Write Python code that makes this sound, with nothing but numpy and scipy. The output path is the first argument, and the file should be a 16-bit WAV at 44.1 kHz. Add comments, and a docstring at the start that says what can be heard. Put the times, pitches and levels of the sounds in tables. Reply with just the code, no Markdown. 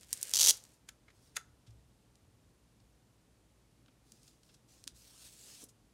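"""A table in a small quiet room: a paper sticker is picked at and ripped off its backing sheet.
A nail ticks on its edge, then the glue lets go in stick-slip jerks that ring the flap and the sheet.
The loose sticker buckles and snaps between the fingers, is tapped onto a planner page and is rubbed
flat with a fine hiss. Hands bump the table softly; a faint mains hum lies under everything."""
import sys
import numpy as np
from scipy import signal
from scipy.fft import rfft, irfft
from scipy.io import wavfile
from scipy.ndimage import uniform_filter1d

SR = 44100
rng = np.random.default_rng(int(sys.argv[2]) if len(sys.argv) > 2 else 0)


def file_out(sig):
    """Save sig as 16-bit WAV at sys.argv[1]."""
    # one column per channel
    cols = np.atleast_2d(sig).T
    # limit, then scale
    lim = np.clip(cols, -1, 1)
    pcm = np.round(lim * 32767).astype(np.int16)
    wavfile.write(sys.argv[1], SR, pcm)


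N = 261513
GRID_HZ = np.fft.rfftfreq(4096, 1 / SR)
KERNEL_SAMPLES = len(GRID_HZ)


def gain_of(db):
    """Decibels to amplitude."""
    return 10 ** (np.asarray(db) / 20)


def unit_rms(x):
    """Scales to rms 1."""
    return x / np.sqrt(np.mean(x ** 2) + 1e-20)


def with_energy(x, db):
    """Scales a short sound to a total energy."""
    return gain_of(db) * x / np.linalg.norm(x)


def curve_at(points, hz):
    """Interpolates (freq_hz, value) points on a log-frequency axis."""
    freq_hz, value = np.transpose(points)
    return np.interp(np.log(hz + 1), np.log(freq_hz + 1), value)


def coloured(x, colour, bright_db=0):
    """Minimum-phase filter of unit energy; bright_db tilts it about 6 kHz."""
    tilt_db = bright_db * np.tanh(np.log((GRID_HZ + 1) / 6000))
    log_gain = np.log(gain_of(curve_at(colour, GRID_HZ) + tilt_db))
    mirrored = np.concatenate([log_gain, log_gain[-2:0:-1]])
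    response = np.exp(np.conj(signal.hilbert(mirrored)))[:len(GRID_HZ)]
    kernel = irfft(response)[:KERNEL_SAMPLES]
    return signal.fftconvolve(x, with_energy(kernel, 0))[:len(x)]


def ringing(x, modes):
    """The sound plus the decaying modes it excites."""
    t = np.arange(SR // 6) / SR
    ring = sum(gain_of(db - 60 * t / t60_s) * np.cos(2 * np.pi * hz * t) for hz, db, t60_s in modes)
    return x + signal.fftconvolve(x, ring)[:len(x)]


def grains(per_s, spread_db):
    """A random train of tiny clicks of uneven size."""
    size = gain_of(spread_db * np.minimum(rng.exponential(1, N), 4))
    return unit_rms(size * rng.standard_normal(N) * (rng.random(N) < per_s / SR))


def crack(crackle_s, crackle_db, flutter_db, flutter_s):
    """One sharp release, a quick crackle of fibres and a weaker flutter of the paper."""
    t = np.arange(KERNEL_SAMPLES) / SR
    signs = rng.choice([-1., 1.], (2, len(t)))
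    crackle = signs[0] * np.exp(-t / crackle_s) * (1 - np.exp(-t / (0.44 * crackle_s)))
    flutter = signs[1] * np.exp(-t / flutter_s)
    burst = with_energy(crackle, crackle_db) + with_energy(flutter, flutter_db) - (t == 0)
    # whitened: the release feeds all bands evenly, the paper colours it afterwards
    power = uniform_filter1d(np.abs(rfft(burst, 4096)) ** 2, size=90)
    return coloured(burst, np.column_stack([GRID_HZ, -10 * np.log10(power)]))


def gesture(start_s, end_s, db, swell_db, release_s, attack_s):
    """Gain of one movement: sets in, swells to db at its end, falls 60 dB in release_s."""
    t = np.arange(N) / SR
    attack = np.clip((t - start_s) / attack_s, 0, 1)
    to_go = np.clip((end_s - t) / (end_s - start_s), 0, 1)
    after_s = np.maximum(t - end_s, 0)
    return attack * gain_of(db - swell_db * to_go - 60 * after_s / release_s)


def gestures(rows, attack_s):
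    """Overlapping movements add in power."""
    return np.sqrt(sum(gesture(*row, attack_s) ** 2 for row in rows))


def background():
    """Steady room noise and mains hum."""
    # room noise spectrum: freq_hz, gain_db
    air_colour = [(15, -49.5), (25, -19), (43, 1), (66, 0), (84, -16.5), (102, -0.5), (120, -2.5),
                  (317, -7.5), (363, -11), (463, -11.5), (677, -16), (1650, -23.5), (9570, -27.5),
                  (14800, -37.5), (16000, -52.5)]
    # mains partials: freq_hz, rms_db
    partials = [(59.2, -78), (118.4, -78.5)]
    t = np.arange(N) / SR
    hum = sum(np.sqrt(2) * gain_of(db) * np.sin(2 * np.pi * (hz * t + rng.random()))
              for hz, db in partials)
    air_gain = gain_of(curve_at(air_colour, np.fft.rfftfreq(N, 1 / SR)))
    air = irfft(rfft(rng.standard_normal(N)) * air_gain, N)
    return gain_of(-69) * unit_rms(air) + hum


def reflections(x):
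    """Scattered echoes from near walls; the low mids last longest."""
    # room decay: freq_hz, t60_s
    decay = [(200, .33), (800, 0.67), (2000, 0.21), (6000, .23), (14000, .18)]
    echoes = rng.standard_normal(SR // 2) * (rng.random(SR // 2) < 5000 / SR)
    hz, t, spectra = signal.stft(echoes, SR, nperseg=256)
    fade = gain_of(-60 * t / curve_at(decay, hz)[:, None])
    tail = signal.istft(spectra * fade, SR, nperseg=256)[1]
    tail *= np.minimum(np.arange(len(tail)) / SR / 0.009, 1)  # 9 ms build-up
    return signal.fftconvolve(x, with_energy(tail, db=-18))[:N]


def leaning():
    """The table rumbles dully as the forearms press and shift."""
    # arm movements: start_s, end_s, relative_db
    leans = [(-.05, .15, -68), (.3, 0.502, -62.5), (1.02, 1.55, -68.5), (1.699, 1.88, -68),
             (2.12, 2.45, -66), (4.75, 4.97, -69.5), (5.2, 5.9, -74.5)]
    # table response: freq_hz, gain_db
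    table_colour = [(20, -35), (42, -6.5), (62, -1), (85, -2.5), (120, -1.5), (170, -15.5), (400, -27),
                    (1500, -60)]
    weight = sum(gesture(*lean, swell_db=1.5, release_s=0.45, attack_s=0.08) for lean in leans)
    return gain_of(-2.5) * weight * unit_rms(coloured(rng.standard_normal(N), table_colour))


def bumps():
    """Soft blows of the hands set the table and the planner swinging."""
    # hand landings: start_s, level_db, pitch_hz, t60_s
    landings = [(1.678, -50, 112.4, 0.4), (1.68, -55, 61.8, 0.39), (2.815, -60, 114.3, .2),
                (3.882, -62, 260, .06), (4.121, -59, 215.4, 0.1), (4.135, -60.5, 339, 0.068),
                (4.865, -53.5, 270, 0.074), (4.915, -54.5, 64, 0.13), (5.631, -51.5, 260, 0.061),
                (5.636, -44.5, 415, 0.021)]
    out, t = np.zeros(N), np.arange(SR // 2) / SR
    attack = 1 - np.exp(-t / 0.00078)
    for start_s, level_db, pitch_hz, t60_s in landings:
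        swing = gain_of(level_db - 60 * t / t60_s) * np.sin(2 * np.pi * pitch_hz * t)
        add(out, start_s, swing * attack)
    return out


def rubbing():
    """Fingertips drag over paper fibres: a fine hiss that wavers with the pressure."""
    # fingertip slides: start_s, end_s, relative_db, swell_db, release_s
    strokes = [(1.12, 1.275, -67.5, 11, .3), (4.03, 4.17, -67.5, 10, 0.38), (4.2, 4.275, -65.5, 3, 0.44),
               (4.42, 4.55, -72.5, -2, .2), (4.67, 4.82, -68, -4, .4), (4.935, 5.19, -59.5, 2, 0.45),
               (5.185, 5.275, -53, 3, 0.24), (5.3, 5.63, -53, 6, 0.13)]
    # skin on paper: freq_hz, gain_db
    skin_colour = [(400, -10.5), (1000, -14.5), (1500, -12), (2150, -13), (2600, -7.5), (3000, -8),
                   (3900, -4), (5000, -2), (6700, -2), (7400, -3), (8200, -2.5), (11000, -8.5),
                   (14800, -17), (16000, -15.5)]
    waver = unit_rms(signal.oaconvolve(rng.standard_normal(N), np.hanning(1024), "same"))
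    pressure = gain_of(0.74 * waver - 2) * gestures(strokes, attack_s=0.028)
    fibres = signal.stft(grains(per_s=16000, spread_db=-0.3), nperseg=512)[2]
    # the contact patch keeps changing, and its colour with it
    contact = uniform_filter1d(rng.standard_normal(fibres.shape), size=6, axis=0)
    contact = uniform_filter1d(contact, size=14, axis=1)
    hiss = signal.istft(fibres * gain_of(2.2 * unit_rms(contact)), nperseg=512)[1][:N]
    return pressure * unit_rms(coloured(hiss, skin_colour))


def taps():
    """Nails tick on the planner, damped by the stack of pages; longer touches are more scuff."""
    # nail touches: start_s, energy_db, bright_db, scuff_s, pitch_hz
    touches = [(1.666, -38.5, -11, .012, 3500), (1.706, -45.5, 0, .0034, 6880),
               (2.1555, -42.5, -2, .0015, 7520), (2.801, -47.5, -8, .004, 4500),
               (3.8611, -45, -17, .0013, 3000), (3.882, -41, -26.5, .004, 3510),
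               (4.12, -30.5, 5, 0.0019, 6000), (4.232, -39.5, 5, 0.0011, 6500),
               (4.278, -35, 0, 0.0038, 5020), (4.433, -40, -4, .002, 4780), (4.491, -40, -16, .008, 3570),
               (4.541, -36.5, -3, 0.0065, 8000), (4.8401, -29.5, 2, 0.00097, 3980),
               (4.8726, -31, -3, 0.003, 8500), (4.877, -16, -1.5, 0.00064, 3650),
               (5.639, -26, 23, .004, 10500), (5.687, -34, 7, 0.0089, 6840)]
    # page response: freq_hz, gain_db
    page_colour = [(150, -20), (700, -24), (1400, -10.5), (2200, -15.5), (2700, -6), (3600, -4), (5300, 0),
                   (7200, -2.5), (8600, -2.5), (10500, -7.5), (13000, -17), (16000, -24)]
    out = np.zeros(N)
    for start_s, energy_db, bright_db, scuff_s, pitch_hz in touches:
        scuff_db = 14 * np.log10(scuff_s / 0.0011)
        touch = crack(scuff_s, crackle_db=scuff_db, flutter_db=-10.5, flutter_s=0.011)
        patch = ringing(touch, [(pitch_hz, -31, 0.008)])
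        add(out, start_s, with_energy(coloured(patch, page_colour, bright_db), energy_db))
    return out


def snaps():
    """A patch of the stiff sticker creaks and pops over; held loosely, the whole sticker rings on."""
    # buckling patches: start_s, energy_db, bright_db, crackle_s, pitch_hz, ring_db
    buckles = [(0.8887, -21.5, 0, 0.0026, 3150, -2), (1.082, -34.5, -20, 0.0056, 2182, -16),
               (1.102, -39.5, -8, 0.005, 2200, -15), (1.3597, -21.5, 3.5, 0.0071, 6770, -11),
               (1.3662, -13.5, 0, 0.0013, 3350, -9), (1.3682, -8.5, -1, 0.0016, 6430, -0.5),
               (1.374, -20.5, -27, 0.0036, 1380, -12)]
    # sticker modes: freq_hz, relative_db, t60_s
    sticker_modes = [(1333, -48, 0.15), (1820, -44, .04), (2170, -52, 0.058), (2670, -44, 0.089),
                     (6600, -49, .05)]
    # flexing paper: freq_hz, gain_db
    flex_colour = [(120, -48), (350, -22), (520, -8), (1000, -14), (1450, -1), (2200, -1), (2800, -7.5),
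                   (3400, -3), (5500, -5), (6900, -0.5), (8000, -7), (10500, -7), (13000, -18),
                   (16000, -26)]
    creak_db, creak_rise_s = -17, 0.0055  # fibres give a little before the snap
    out, pop = np.zeros(N), signal.unit_impulse(KERNEL_SAMPLES)
    lead_s = np.arange(-KERNEL_SAMPLES, 0) / SR
    for start_s, energy_db, bright_db, crackle_s, pitch_hz, ring_db in buckles:
        creak = rng.standard_normal(len(lead_s)) * np.exp(lead_s / creak_rise_s)
        creak = coloured(creak, flex_colour, bright_db)
        add(out, start_s + lead_s[0], with_energy(creak, energy_db + creak_db))
        crackle = crack(crackle_s, crackle_db=9.5, flutter_db=-8, flutter_s=0.013)
        patch = ringing(crackle, [(pitch_hz, -31, 0.009)])
        # the pop alone drives the sticker modes
        ring = ringing(pop, [(hz, db + ring_db, t60_s) for hz, db, t60_s in sticker_modes]) - pop
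        snap = coloured(with_energy(patch, 0) + ring, flex_colour, bright_db)
        add(out, start_s, with_energy(snap, energy_db))
    return out


def nail_tick():
    """The nail slips off the paper's edge."""
    return crack(crackle_s=0.0008, crackle_db=-2, flutter_db=-8, flutter_s=0.0065)


def picking():
    """Dry nail ticks, a few strong and many faint, over the crinkle of the backing sheet."""
    # nail catches the edge: start_s, energy_db, bright_db
    picks = [(.0108, -34.5, -3), (.0323, -32, -13.5), (0.1296, -4.5, -.5), (.1371, -20, 2), (.174, -28, 1),
             (0.2142, -21, 1), (.2294, -7, 2), (.253, -24.5, -7), (.2713, -25, 3), (.2947, -20, 0.5),
             (0.3076, -23, 3.5), (0.3135, -19.5, .5), (.571, -28, 5), (0.639, -31.5, -3), (.652, -36, -13)]
    # fingers crinkle the sheet: start_s, end_s, relative_db, swell_db, release_s
    crinkles = [(-.02, .035, -61.5, 1.5, 0.33), (.07, .2, -55, 4, 0.76), (.2, .335, -51, 2, 0.17),
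                (.5, .56, -56, 2, 0.28), (.6, .74, -70, 1, .25)]
    # nail on paper: freq_hz, gain_db
    nail_colour = [(150, -31.5), (900, -27.5), (1500, -20), (2300, -20), (4000, -11), (6300, -3.5),
                   (9200, 0), (11000, -9), (12300, -7), (16000, -21)]
    # sheet rustle: freq_hz, gain_db
    rustle_colour = [(100, -16), (230, -6), (360, -10.5), (540, -2.5), (760, -12), (1160, -12.5),
                     (1650, -4), (2400, -4), (5000, -2), (8300, -2), (11000, -6.5), (16000, -16.5)]
    rustle = unit_rms(coloured(grains(per_s=4000, spread_db=1.5), rustle_colour))
    tick_train = signal.fftconvolve(grains(per_s=250, spread_db=0.5), nail_tick())[:N]
    faint_ticks = unit_rms(coloured(tick_train, nail_colour))
    out = gestures(crinkles, attack_s=0.035) * (gain_of(-1.36) * rustle + gain_of(-6) * faint_ticks)
    for start_s, energy_db, bright_db in picks:
        add(out, start_s, with_energy(coloured(nail_tick(), nail_colour, bright_db), energy_db))
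    return out


def flap_and_sheet(x, flap_hz):
    """The lifted flap and the taut backing sheet pass each jolt on and ring briefly."""
    # modes of the sheet and the table under it: freq_hz, relative_db, t60_s
    sheet_modes = [(225, -27.5, 0.26), (526, -31.5, .16), (894.7, -29, 0.049), (3290, -27, 0.033),
                   (4650, -22, .02), (5943, -14.5, .017), (6750, -25, .016)]
    # rip spectrum: freq_hz, gain_db
    rip_colour = [(60, -32.5), (100, -26), (160, -31), (330, -29.5), (500, -20), (680, -29), (870, -20.5),
                  (1200, -25), (2400, -18.5), (3100, -10), (5000, -7), (6100, -2), (11000, -10.5),
                  (16000, -20)]
    flap = ringing(x, [(flap_hz, -27, 0.004)])
    sheet_ring = ringing(flap, sheet_modes) - flap
    return coloured(flap + gain_of(-22) * sheet_ring, rip_colour)


def peel():
    """Stick-slip: the glue gives in jerks, each trailed by fine tearing that grows as the pull quickens."""
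    # strongest jerks of the glue: start_s, energy_db
    slips = [(0.337, -1), (0.3461, -5.5), (0.3558, -4), (.359, -5.5), (0.369, -3.5), (0.3757, -6.5),
             (0.3885, -4), (.3955, -2.5), (0.3999, -3.5), (.409, 0), (.4129, 2.5), (0.4185, -2.5),
             (.4269, -3.5), (0.4312, .5), (0.4404, -1.5), (0.4446, -3.5), (0.4491, -1), (0.4612, -0.5),
             (.4705, 0), (0.4753, -1), (0.483, 0.5), (0.4867, -1), (0.4907, 1), (0.4954, 2.5),
             (0.5025, -1.5), (.5072, 0)]
    pull_start_s, pull_end_s = 0.335, 0.508
    flap_start_hz, flap_end_hz = 5530, 3280  # falls as the flap lengthens
    stick_db_per_s = 800.5  # tearing fades until the glue holds again
    pull = gesture(pull_start_s, pull_end_s, db=-23.5, swell_db=12, release_s=0.025, attack_s=0.0084)
    t, jerks_s = np.arange(N) / SR, np.sort([start_s for start_s, _ in slips])
    last_jerk = np.maximum(np.searchsorted(jerks_s, t) - 1, 0)
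    sticking = gain_of(-stick_db_per_s * np.abs(t - jerks_s[last_jerk]))
    tearing = unit_rms(flap_and_sheet(grains(per_s=4500, spread_db=2.5), flap_end_hz))
    out = pull * sticking * tearing
    for start_s, energy_db in slips:
        lifted = np.clip((start_s - pull_start_s) / (pull_end_s - pull_start_s), 0, 1)
        # later jerks tear a wider strip of glue: more crackle, brighter
        crackle_db = 14.5 - 7.2 * (1 - lifted) ** 2
        treble_db = -0.9 + 3.5 * lifted ** 2
        flap_hz = flap_start_hz * (flap_end_hz / flap_start_hz) ** (lifted ** 0.8)
        jolt = crack(0.0007, crackle_db, flutter_db=crackle_db - 6, flutter_s=0.0047)
        strip_modes = [(hz, -34, 0.01) for hz in rng.uniform(3300, 7500, size=2)]
        jolt = flap_and_sheet(ringing(jolt, strip_modes), flap_hz)
        jolt = coloured(jolt, [(6500, 0), (9500, treble_db)])
        add(out, start_s, with_energy(jolt, energy_db))
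    return out


def add(mix, start_s, sound):
    """Mixes a sound in at start_s."""
    part = mix[max(round(start_s * SR), 0):][:len(sound)]
    part += sound[:len(part)]


def scene():
    """The handling, its reflections and the background, in mono."""
    hands = peel() + picking() + snaps() + taps() + rubbing() + bumps() + leaning()
    return (hands + reflections(hands) + background())[None]


def record(dry):
    """Low cut and band limit."""
    low_cut_hz, band_edge_hz = 36, 15900
    highpass = signal.butter(4, low_cut_hz, "high", fs=SR, output="sos")
    lowpass = signal.firwin(255, band_edge_hz, window=("kaiser", 8), fs=SR)
    return signal.oaconvolve(signal.sosfilt(highpass, dry), lowpass[None], "same")


dry = scene()
out = record(dry)
file_out(out)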